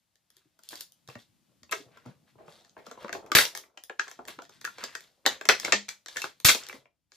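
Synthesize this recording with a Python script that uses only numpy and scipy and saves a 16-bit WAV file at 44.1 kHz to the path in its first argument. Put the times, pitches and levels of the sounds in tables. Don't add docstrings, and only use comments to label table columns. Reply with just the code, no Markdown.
import sys
import numpy as np
from scipy import signal
from scipy.io import wavfile
from scipy.ndimage import uniform_filter1d

SR = 44100
rng = np.random.default_rng(int(sys.argv[2]) if len(sys.argv) > 2 else 0)


def gain_from_decibels(decibels):
    exponent = np.asarray(decibels, float) / 20
    return 10 ** exponent


def store_wav(level_fs):
    pcm = np.round(np.clip(np.atleast_2d(level_fs), -1, 1) * 32767)
    wavfile.write(sys.argv[1], SR, pcm.T.astype(np.int16))


N = 315753


def at_hz(points, hz, column=1):
    points = np.array(points)
    return np.interp(np.log(hz), np.log(points[:, 0]), points[:, column])


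def in_time(points):
    times, levels = np.transpose(points)
    level_db = np.interp(np.arange(N) / SR, times, levels, left=-200, right=-200)
    return uniform_filter1d(gain_from_decibels(level_db), size=24)


RISE_SHARE = 0.28


def swells(rows, longest_s):
    t, gain = np.arange(0, N + 64, 64) / SR, 0
    for s, db, fall_s in rows:
        from_peak_s = np.where(t < s, (s - t) / RISE_SHARE, t - s)
        away = from_peak_s / np.clip(fall_s, .01, longest_s)
        gain = gain + gain_from_decibels(db - 20 * away ** 1.5)
    return np.interp(np.arange(N) / SR, t, gain)


def rms_one(x):
    return x / np.sqrt(np.mean(x ** 2) + 1e-20)


def add(out, s, sound):
    i = round(s * SR)
    out[i:i + len(sound)] += sound[:N - i]


def filtered(x, order, hz, kind):
    return signal.sosfilt(signal.butter(order, hz, kind, fs=SR, output="sos"), x)


# (frequency [Hz], likeness [0-1])
LIKENESS = [(60, 1), (250, 0.22), (640, 0.66), (1400, 0.044), (3000, 1), (7000, 0.041)]


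def stereo_bands(size, gain, part=slice(None)):
    out, edges = 0, 30 * 2 ** np.arange(0, 9.6, .5)[part]
    white = rng.standard_normal((2, 2, size))
    for k, (low, high) in enumerate(zip(edges, edges[1:])):
        hz = np.sqrt(low * high)
        mid, side = filtered(white[k % 2], 2, [low, high], "band")
        alike = at_hz(LIKENESS, hz)
        pair = np.sqrt(1 + alike) * mid + np.sqrt(1 - alike) * side * [[1], [-1]]
        out = out + gain(hz) * pair
    return out


# (frequency [Hz], level [dB per Hz])
RUMBLE_COLOUR = [(30, -6), (60, -3.5), (120, -4.5), (240, -14)]


def low_rumble():
    noise = stereo_bands(N, lambda hz: gain_from_decibels(at_hz(RUMBLE_COLOUR, hz)), slice(0, 5))
    return gain_from_decibels(-90.5) * rms_one(noise)


# (time [s], level [dB])
HISS_LEVEL = [(0, -82), (.55, -81), (.7, -77), (3.6, -77), (3.72, -90), (3.8, -78), (6.75, -79), (6.9, -92),
              (7.09, -92), (7.12, -82), (7.16, -82)]
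# (frequency [Hz], level [dB per Hz])
HISS_COLOUR = [(300, 0), (2000, -6), (4000, -4), (10000, -9), (14000, -11), (18000, -24)]


def hiss():
    noise = stereo_bands(N, lambda hz: gain_from_decibels(at_hz(HISS_COLOUR, hz)), slice(8, None))
    return in_time(HISS_LEVEL) * rms_one(noise)


# (frequency [Hz], decay t60 [s], level [dB])
ROOM = [(125, 0.072, -18), (378, 0.22, -13.5), (1000, 0.14, -11), (2350, 0.21, -14), (5800, 0.22, -12),
        (9100, .21, -15), (13000, .2, -16), (18000, .1, -28)]
PLACES, MOVE_S = 4, .11
EARLY_DB, EARLY_S = -1, 0.019


def workshop(x):
    t, out = np.arange(SR // 2) / SR, 0
    place = (np.arange(N) / (MOVE_S * SR)).astype(int) % PLACES
    onset = np.clip(t / .005 - .5, 0, 1)
    early = 1 + gain_from_decibels(EARLY_DB) * np.exp(-t / EARLY_S)
    for k in range(PLACES):
        tail = stereo_bands(len(t), lambda hz: gain_from_decibels(at_hz(ROOM, hz, column=2) - 60 * t / at_hz(ROOM, hz)))
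        tail = tail * onset * early * gain_from_decibels(np.array([[-21], [-22]]))
        out = out + signal.oaconvolve((x * (place == k))[None], tail, axes=1)[:, :N]
    return out


# (left delay [s], left level [dB], right delay [s], right level [dB])
BENCH_ECHOES = [(.0007, -21.5, 0.001, -10.5), (.0019, -13, 0.002, -14)]


def near_echoes(direct):
    out = direct.copy()
    for left_s, left_db, right_s, right_db in BENCH_ECHOES:
        out[0] += gain_from_decibels(left_db) * np.roll(direct[0], round(left_s * SR))
        out[1] -= gain_from_decibels(right_db) * np.roll(direct[1], round(right_s * SR))
    return out


# (time [s], level [dB])
DRAG = [(0.0, -90.5), (1.39, -75), (2.07, -69.5), (2.81, -78), (3.03, -68.5), (3.33, -89), (3.61, -86.5),
        (3.81, -96), (4.23, -73.5), (4.69, -69.5), (5.24, -84), (5.46, -70.5), (5.7, -59.5), (5.9, -83),
        (6.14, -87), (6.62, -71), (6.9, -88.5), (7.16, -90.5)]
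# (frequency [Hz], level [dB per Hz])
RUB_COLOUR = [(21, -47), (35, -43.5), (91, -14.5), (124, -3.5), (280, -7), (360, -42), (620, -120)]


def bench_rub():
    lumps = gain_from_decibels(1.5 * rms_one(uniform_filter1d(rng.standard_normal(N), size=900)))
    noise = stereo_bands(N, lambda hz: gain_from_decibels(at_hz(RUB_COLOUR, hz)), slice(0, 8))
    return in_time(DRAG) * rms_one(lumps * noise)


# (time [s], peak level [dB], frequency [Hz])
BUMPS = [(0.36, -67, 130), (0.457, -63, 130), (0.455, -50, 310), (0.369, -52, 380), (4.19, -46, 290),
         (3.56, -65, 160), (6.78, -52, 133), (7.121, -60.5, 430), (0.719, -50, 206), (1.083, -38, 130),
         (1.154, -33.5, 225), (1.156, -40, 114), (1.289, -56, 116), (1.625, -55, 86), (1.86, -48, 123),
         (2.156, -53, 120), (2.1, -42.5, 190), (2.42, -54, 200), (1.8, -35, 286), (1.62, -50, 240),
         (2.059, -30.5, 250), (2.064, -35, 125), (2.082, -37.5, 147), (2.17, -57, 120), (2.09, -42, 410),
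         (2.4, -43, 360), (4.06, -73, 111), (6.84, -65.5, 130), (2.356, -51, 116), (2.479, -43.5, 160),
         (2.878, -40.5, 210), (3.044, -31, 214), (3.127, -47, 210), (4.181, -69, 248), (4.384, -30.5, 294),
         (4.831, -37, 245), (5.263, -47, 100.6), (5.478, -39, 210), (5.645, -41, 180), (5.72, -55, 150),
         (6.239, -44, 147), (6.548, -28.5, 253), (6.741, -34, 260)]
# (time [s], frequency [Hz], level [dB], decay t60 [s])
FLAPS = [
    (1.728, 414.4, -32, 0.15),
    (5.732, 203, -41, 0.36),
]


def bumps(cycles=11.0, rise_s=0.007):
    out, t = np.zeros(N), np.arange(SR // 2) / SR
    soft = 1 - np.exp(-t / rise_s)
    pushes = [(s, hz, db, cycles / hz) for s, db, hz in BUMPS]
    for s, hz, db, t60 in pushes + FLAPS:
        add(out, s, gain_from_decibels(db - 60 * t / t60) * soft * np.sin(2 * np.pi * hz * t))
    return filtered(out, 2, 70, "high")


# (time [s], level [dB], frequency [Hz])
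PUFFS = [
    (3.349, -18.5, 118),
    (6.446, -15.5, 106.9),
]


def puffs(turns=1.1):
    out = np.zeros(N)
    for s, db, hz in PUFFS:
        phase = np.arange(round(turns * SR / hz)) * hz / SR
        swell = np.sin(np.pi * phase / turns)
        add(out, s, gain_from_decibels(db) * swell * np.cos(2 * np.pi * (phase - turns * 1.3)))
    return out


# (frequency [Hz], level [dB])
SHEET = [(250, -16.5), (400, -1), (650, 5), (1100, -3.5), (1800, 4), (3500, -2.5), (8000, -14),
         (15000, -5.5)]


def crackle(low_hz, high_hz, per_s, uneven_db, cycles, count=12):
    clump = gain_from_decibels(uneven_db * rms_one(uniform_filter1d(rng.standard_normal(N), size=180)))
    sizes = gain_from_decibels(uneven_db * np.minimum(rng.exponential(1, N), 4)) * rng.choice([-1, 1], N)
    clicks = sizes * (rng.random(N) < per_s * clump / SR)
    dealt, out = rng.integers(0, count, N), 0
    for k, hz in enumerate(np.geomspace(low_hz, high_hz, count)):
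        r, w = gain_from_decibels(-60 * hz / (cycles * SR)), 2 * np.pi * hz / SR
        struck = clicks * (dealt == k) + 1e-18
        ringing = signal.lfilter([0, np.sin(w)], [1, -2 * r * np.cos(w), r * r], struck)
        out = out + gain_from_decibels(at_hz(SHEET, hz)) * np.sqrt(hz) * ringing
    return rms_one(out)


def split(x):
    return [rms_one(filtered(x, 8, 7700, kind)) for kind in ("low", "high")]


# (time of most stir [s], middle level [dB], edge over it [dB], 20 dB fall [s])
STIRS = [(.35, -72.5, 2.5, 0.43), (0.649, -69.5, 11.5, 0.11), (0.751, -89.5, 22.5, -0.19),
         (1.13, -70.5, 7.5, -0.08), (1.19, -63, 9, .06), (1.76, -62, 14, .1), (1.94, -57.5, -21.5, 0.32),
         (2.07, -62, -3, .07), (2.28, -62, -6, .06), (2.5, -59, 3, .2), (2.87, -56, -4, .15),
         (3.01, -50, -9, .14), (3.272, -56, -7.5, -0.34), (3.57, -54, 6, .07), (3.85, -75, 1, -0.7),
         (4.09, -59, 1.5, .15), (4.3, -53, 0.2, .1), (4.44, -51, -3, -0.06), (4.03, -55, 3, .08),
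         (4.53, -60, 0, .12), (4.7, -58, 2, .1), (4.809, -43.5, -6.5, 0.24), (4.961, -74.5, 15.5, 0.38),
         (5.029, -60, -4.7, 0.04), (5.31, -34, -14, 0.0565), (5.621, -57, 12.5, 0.39),
         (5.68, -49.5, -2, 0.1), (6.11, -57, 7, .12), (6.18, -48, 5, 0.12), (6.41, -75, 8, 0.46),
         (6.611, -47, -17, 0.15), (6.72, -65.5, 18, 0.08), (7.15, -84.5, 28.5, 0.1)]


def rustle():
    middle = crackle(1000, 6600, per_s=6000, uneven_db=4.5, cycles=16.0)
    edge, top = split(crackle(3500, 13000, per_s=6000, uneven_db=4.5, cycles=16.0))
    bright = edge + gain_from_decibels(-8.5) * top
    middle_gain = swells([(s, db, fall_s) for s, db, _, fall_s in STIRS], longest_s=.2)
    bright_gain = swells([(s, db + edge_db, fall_s) for s, db, edge_db, fall_s in STIRS], longest_s=.2)
    return gain_from_decibels(-8) * (middle_gain * middle + bright_gain * bright)


# (time of most strain [s], level [dB], 20 dB fall [s])
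SQUEEZES = [(.05, -100, 1), (.62, -83, 1), (1.5, -77, 0.1), (1.8, -64, 0.42), (1.97, -64, -2.03),
            (2.1, -86, 2.4), (2.28, -71, -1.44), (2.93, -64, 0.6), (2.47, -62.5, 0.34), (2.83, -64, -0.9),
            (3.02, -53.5, 0.1), (3.12, -60, -0.9), (3.2, -51, 0.35), (3.39, -63.5, 0.5), (4.215, -58, 0.16),
            (4.3, -54, 0), (4.52, -83, 0), (4.85, -70, 0.73), (5.35, -60.5, 2.7), (5.68, -63.5, 0.21),
            (6.16, -82, 0.5), (6.46, -44, 0.02), (6.7, -60.5, 0.18)]


def creak():
    return gain_from_decibels(-3) * swells(SQUEEZES, .5) * crackle(240, 1300, per_s=1200, uneven_db=3.8, cycles=11.0)


RIP_ATTACK_S, RIP_SAG_DB, RIP_RELEASE_DB_PER_S = 0.001, 7, 328.5


def rip_outline(start_s, length_s, db):
    full_s = start_s + RIP_ATTACK_S
    end_s, end_db = full_s + length_s, db - RIP_SAG_DB
    return [(start_s, db - 20), (full_s, db), (end_s, end_db),
            (end_s + .2, end_db - .2 * RIP_RELEASE_DB_PER_S)]


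# (start [s], length [s], body level [dB], middle level [dB], edge level [dB], top level [dB])
RIPS = [(0.705, 0.11, -70, -61.5, -49, -53), (2.381, 0.12, -55, -71, -82, -90),
        (2.776, 0.036, -51.5, -58, -69.5, -73), (3.123, 0.048, -40, -56.5, -50.5, -58.5),
        (3.3498, 0.051, -38, -21, -20, -20.5), (5.7237, 0.0034, -63.5, -34.5, -22, -54.5),
        (1.711, 0.011, -65, -53, -41, -41), (4.275, 0.02, -52, -43.5, -48.5, -48.5),
        (5.252, .012, -38, -35, -43, -64), (5.489, 0.01, -43.5, -21, -25.5, -41),
        (5.645, 0.0078, -38.5, -32, -31.5, -43), (3.555, 0.019, -79, -60, -50, -44.5),
        (3.99, .02, -58, -45.5, -48.5, -80), (5.883, 0.0053, -63, -41.5, -45.5, -48),
        (6.154, .012, -65.5, -57, -60, -58), (2.054, 0.031, -52.5, -62, -67, -85),
        (4.643, 0.013, -62, -48, -49, -47), (6.243, 0.018, -49.5, -44, -45.5, -55),
        (1.096, 0.036, -64, -59, -55.5, -63), (6.165, .02, -51, -45.5, -43.5, -46.5),
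        (6.4463, 0.049, -53, -30, -15.5, -18)]


def rips():
    body, middle, bright = [crackle(low, high, per_s=5000, uneven_db=3.5, cycles=12.0)
                            for low, high in [(260, 1000), (1000, 4500), (3500, 14000)]]
    out = np.zeros(N)
    for k, band in enumerate([body, middle, *split(bright)]):
        gain = sum(in_time(rip_outline(s, length_s, dbs[k])) for s, length_s, *dbs in RIPS)
        out += gain_from_decibels(-3) * gain * band
    return out


def scattered(x):
    for lag in (23, 41, 67):
        taps = np.r_[1, np.zeros(lag - 1), -.6]
        x = signal.lfilter(taps[::-1], taps, x)
    return x


# (time [s], peak level [dB], frequency [Hz])
SPIKES = [(3.3504, -5, 2990), (3.3678, -8, 3530), (3.3688, -12, 3550), (3.3711, -7, 2500),
          (3.379, -13, 2500), (3.3854, -10.5, 4000), (3.3887, -9, 3920), (3.3975, -14, 2210),
          (3.55, -30, 5030), (3.565, -38, 4090), (4.6118, -36.5, 6070), (4.8385, -20, 4950),
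          (5.2625, -6, 3990), (5.4535, -28.5, 3020), (5.4891, -13, 6000), (5.4958, -4, 2240),
          (5.4988, -6, 2500), (5.5985, -32.5, 7270), (5.727, -12.5, 4450), (6.09, -36, 3500),
          (6.125, -43.5, 4500), (6.2175, -31.5, 7000), (5.7222, -13, 2300), (2.9135, -38, 5070),
          (6.4481, -12, 4550), (6.466, -5, 4170), (6.4752, -11, 4040), (6.4863, -9, 3000),
          (6.4902, -9.5, 3026), (6.4971, -9, 3500), (6.667, -36, 4060), (6.687, -31, 7050),
          (6.726, -49, 4000), (6.752, -53, 5500)]


def spikes(cycles=7.5):
    out, t = np.zeros(N), np.arange(200) / SR
    for k, (s, db, hz) in enumerate(SPIKES):
        pulse = gain_from_decibels(db - 60 * t * hz / cycles) * np.sin(2 * np.pi * hz * t)
        add(out, s, (-1) ** k * filtered(pulse, 3, [hz / 6, 1.8 * hz], "band"))
    return out


CRACK_S, FOLD_S, TICK_S = .0024, .0036, .0014

# (time [s], peak level at 3-7 kHz [dB], ring over it [dB], top over it [dB])
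TICKS = [(0.156, -55.5, -10.5, -6), (0.303, -52.5, -11, 1), (0.3673, -50, -14, 2), (0.6354, -45, -16, 1),
         (0.689, -31.5, -35, 0), (0.7556, -33, -18, -4), (0.8077, -28.5, -17, 0), (0.921, -50, -40, 4),
         (1.076, -42, -12, -7), (1.6321, -42, -8, -10), (2.61, -58, -10, -22), (2.648, -50, -7, -26),
         (2.6946, -49, -30, -22), (3.028, -49, -8, -1), (3.5743, -28.5, -12, -2), (3.837, -36.5, -14, 2),
         (4.098, -56, -14, 8), (4.1139, -37, -2.5, -5), (4.219, -66, 0, -15), (4.435, -56, -10, -1),
         (5.0064, -44.5, -2, 0), (4.2526, -42, -5, -11), (4.4517, -47.5, -3, -11),
         (4.6132, -40.5, -5.5, -2), (5.5987, -23.5, -12, -7), (6.0603, -33, -6.5, -11.5),
         (6.401, -36.5, -11, -2), (6.6356, -33.5, -21, -25), (6.6664, -35, -15, -11),
         (6.6869, -36.5, -6, 5), (7.119, -45.5, -6, -21)]


def ticks():
    return [(s, TICK_S, db + ring, 1830, db + ring - 11.5, db, db + top) for s, db, ring, top in TICKS]


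# (time [s], peak level at 1-3 kHz [dB], main ring [Hz], body over it [dB])
KNOCKS = [(2.355, -75, 1020, 21), (2.3847, -69, 1020, 15), (2.4808, -46, 1050, 1.5),
          (2.7667, -49.5, 1680, 8.5), (2.955, -53, 1020, -13), (2.9748, -49, 1000, 8),
          (3.045, -33, 1110, 1.5), (3.0929, -29.5, 1300, -8.5), (3.1501, -33, 1020, -0.5),
          (3.636, -47.5, 2070, -9), (3.8965, -30, 1675, -6.5), (4.1904, -46, 1420, 10),
          (4.3883, -34, 1360, -5), (4.6753, -32, 1390, -16), (5.6793, -28, 1380, -1),
          (6.696, -33, 2300, -15.5), (6.7279, -35.5, 2070, -7), (6.8557, -52, 2340, -4.5)]


def knocks():
    return [(s, CRACK_S, db, hz, db + body, db - 15.5, db - 31.5) for s, db, hz, body in KNOCKS]


# (time [s], peak level [dB], ring [Hz])
BUCKLES = [(1.693, -48, 2640), (1.718, -33, 1370), (1.730, -24, 1220), (4.071, -42, 1100),
           (4.644, -33, 1650), (4.830, -36, 1300), (5.2555, -25, 2300), (5.4945, -9, 1450),
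           (5.632, -36, 1680), (5.7285, -11, 1790), (6.160, -31, 1800)]
BUCKLE_BANDS_DB = -10, -14, -32


def buckles():
    return [(s, CRACK_S, db, hz, *np.add(db, BUCKLE_BANDS_DB)) for s, db, hz in BUCKLES]


# (time [s], peak level at 1-3 kHz [dB], main ring [Hz], body over it [dB], edge over it [dB])
FOLDS = [(0.5898, -56.5, 1410, -5, 3.5), (0.729, -39.5, 1800, -1, -16), (1.0867, -43, 980, -1.5, -0.5),
         (1.099, -45.5, 2700, -1, -9), (1.154, -40, 1920, -1, -6.5), (1.972, -47, 1350, -9, -5.5),
         (2.059, -50, 1380, 2, -4), (2.8655, -44, 1300, 1.5, 2.5), (2.9127, -39, 1380, -1, 0),
         (3.081, -38, 1313, -24, -10.5), (3.262, -51.5, 1020, -7.5, -0.5), (3.7742, -37, 3040, -11, -5.5),
         (3.9948, -15, 1590, -25, -9.5), (4.0799, -37, 1840, -9, 0), (4.4195, -44.5, 1400, -3, 0.5),
         (4.493, -51, 1420, 1, 3), (4.7829, -38.5, 1830, -1.5, -1.5), (5.6472, -19, 2170, -17.5, -1.5),
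         (5.7223, -8.5, 2436, -30, -0.5), (6.0829, -38, 1760, -11, 5.5), (6.169, -23.5, 1717, -31, -1),
         (6.4858, -8.5, 2850, -22.5, 0), (6.491, -10, 2300, -24.5, 2), (6.497, -15.5, 1582, -19, 1),
         (6.466, -19, 1592, -19, 7), (6.5472, -25.5, 2520, -6, 3.5), (6.7493, -48, 2250, 4, -24)]
FOLD_DULLING, SOFT_FOLD_DB = 0.42, -45


def folds():
    rows = []
    for s, db, hz, body, edge in FOLDS:
        top_db = db + edge - 7.5 - FOLD_DULLING * (db - SOFT_FOLD_DB)
        rows.append((s, FOLD_S, db, hz, db + body, db + edge, top_db))
    return rows


# (time [s], peak level at 1-3 kHz [dB], main ring [Hz], body over it [dB], edge over it [dB])
CRACKS = [(1.723, -21, 1210, -26, -4), (1.725, -21.5, 1980, -19, -4.5), (3.41, -18, 1920, -21.5, -4.5),
          (3.452, -27, 2840, -11.5, 5.5), (3.1278, -27.5, 1570, -16.5, 0), (3.3177, -17, 1200, -14.5, -4),
          (3.3507, -9.5, 1740, -21, -1), (3.366, -10, 1780, -13.5, -11), (3.386, -8.5, 1876, -25.5, 3.5),
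          (3.5502, -33, 1810, -9.5, 6), (4.2822, -33, 1917, -8, -0.5), (4.65, -23.5, 1624, -41, -3),
          (4.8392, -32.5, 1600, -4, 9), (4.9514, -29, 1680, -18, 2.5), (5.2624, -11.5, 1810, -9.5, 2),
          (5.4113, -30, 1650, -5, -2.5), (5.454, -31.5, 2070, -8.5, 4), (5.4886, -6, 1963, -11.5, 1),
          (5.8889, -29.5, 2317, -30, 4.5), (6.2183, -29, 2700, -20.5, 6), (6.241, -24.5, 1514, -6, -7),
          (6.4485, -15.5, 1810, -21, 3)]


def cracks():
    return [(s, CRACK_S, db, hz, db + body, db + edge, db + edge - 8.5) for s, db, hz, body, edge in CRACKS]


def resonance(x, hz, width_hz):
    r = np.exp(-np.pi * width_hz / SR)
    return rms_one(signal.lfilter([1, 0, -1], [1, -2 * r * np.cos(2 * np.pi * hz / SR), r * r], x))


def sheet_ring(burst, hz):
    ring = rms_one(resonance(burst, hz, 250) + gain_from_decibels(-3.5) * resonance(burst, hz, 77))
    return gain_from_decibels(7 - 3 * max(hz - 1800, 0) / 1000) * ring


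BANDS_HZ = [270, 1000, 2900, 7800, 15500]
SNAP_SIDE_DB = [-9.5, 0.5, -4.5, -11]


def snaps(cycles=5.0, lumpy_db=3.5, rise_s=0.0003):
    out, t = np.zeros((3, N)), np.arange(1500) / SR
    bands = [signal.butter(order, edges, "band", fs=SR, output="sos")
             for order, edges in zip([4, 4, 7, 6], zip(BANDS_HZ, BANDS_HZ[1:]))]
    rise = 1 - np.exp(-t / rise_s)
    for s, slip_s, db, hz, body_db, edge_db, top_db in cracks() + folds() + knocks() + ticks() + buckles():
        lumps = gain_from_decibels(lumpy_db * np.repeat(rng.standard_normal(len(t) // 30), 30))
        slips = rise * rng.standard_normal((2, len(t))) * lumps
        for k, level_db in enumerate([body_db, db, edge_db, top_db]):
            dying = np.exp(-(t / (slip_s + cycles / BANDS_HZ[k + 1])) ** 2)
            sound, other = map(rms_one, signal.sosfilt(bands[k], slips * dying))
            ring = sheet_ring(sound, hz) if k == 1 else 0 * sound
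            gain = gain_from_decibels(level_db) / np.abs(sound + ring).max()
            for row, part in zip(out, [sound, ring, gain_from_decibels(SNAP_SIDE_DB[k]) * other]):
                add(row, s - .0005, gain * part)
    return out


def scene():
    burst, ring, unlike = snaps()
    burst = burst + spikes()
    torn, low = rips(), bumps()
    grains = torn + rustle() + creak()
    unlike = unlike + gain_from_decibels(-4) * scattered(torn)
    sheet = burst + ring + grains
    left = gain_from_decibels(1.1) * (sheet + unlike)
    right = gain_from_decibels(-1.1) * np.roll(sheet - unlike, 1)
    direct = near_echoes(np.array([left, right]))
    direct += low * gain_from_decibels(np.array([[1.5], [-2.5]]))
    direct[0] += puffs()
    room = workshop(burst + gain_from_decibels(-2.5) * ring + grains + low)
    background = bench_rub() + low_rumble() + hiss()
    return direct + room + background * gain_from_decibels(np.array([[1.5], [-1.5]]))


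def top_cut(x):
    return signal.sosfilt(signal.butter(12, 16510, fs=SR, output="sos"), x)


def record(dry):
    dull = signal.sosfilt(signal.cheby2(10, 45, 15900, fs=SR, output="sos"), dry)
    rounded = 0.96 * np.tanh(dull / 0.85)
    mix = filtered(rounded, 2, 50.7, "high")
    return top_cut(mix)


dry = scene()
out = record(dry)
store_wav(out)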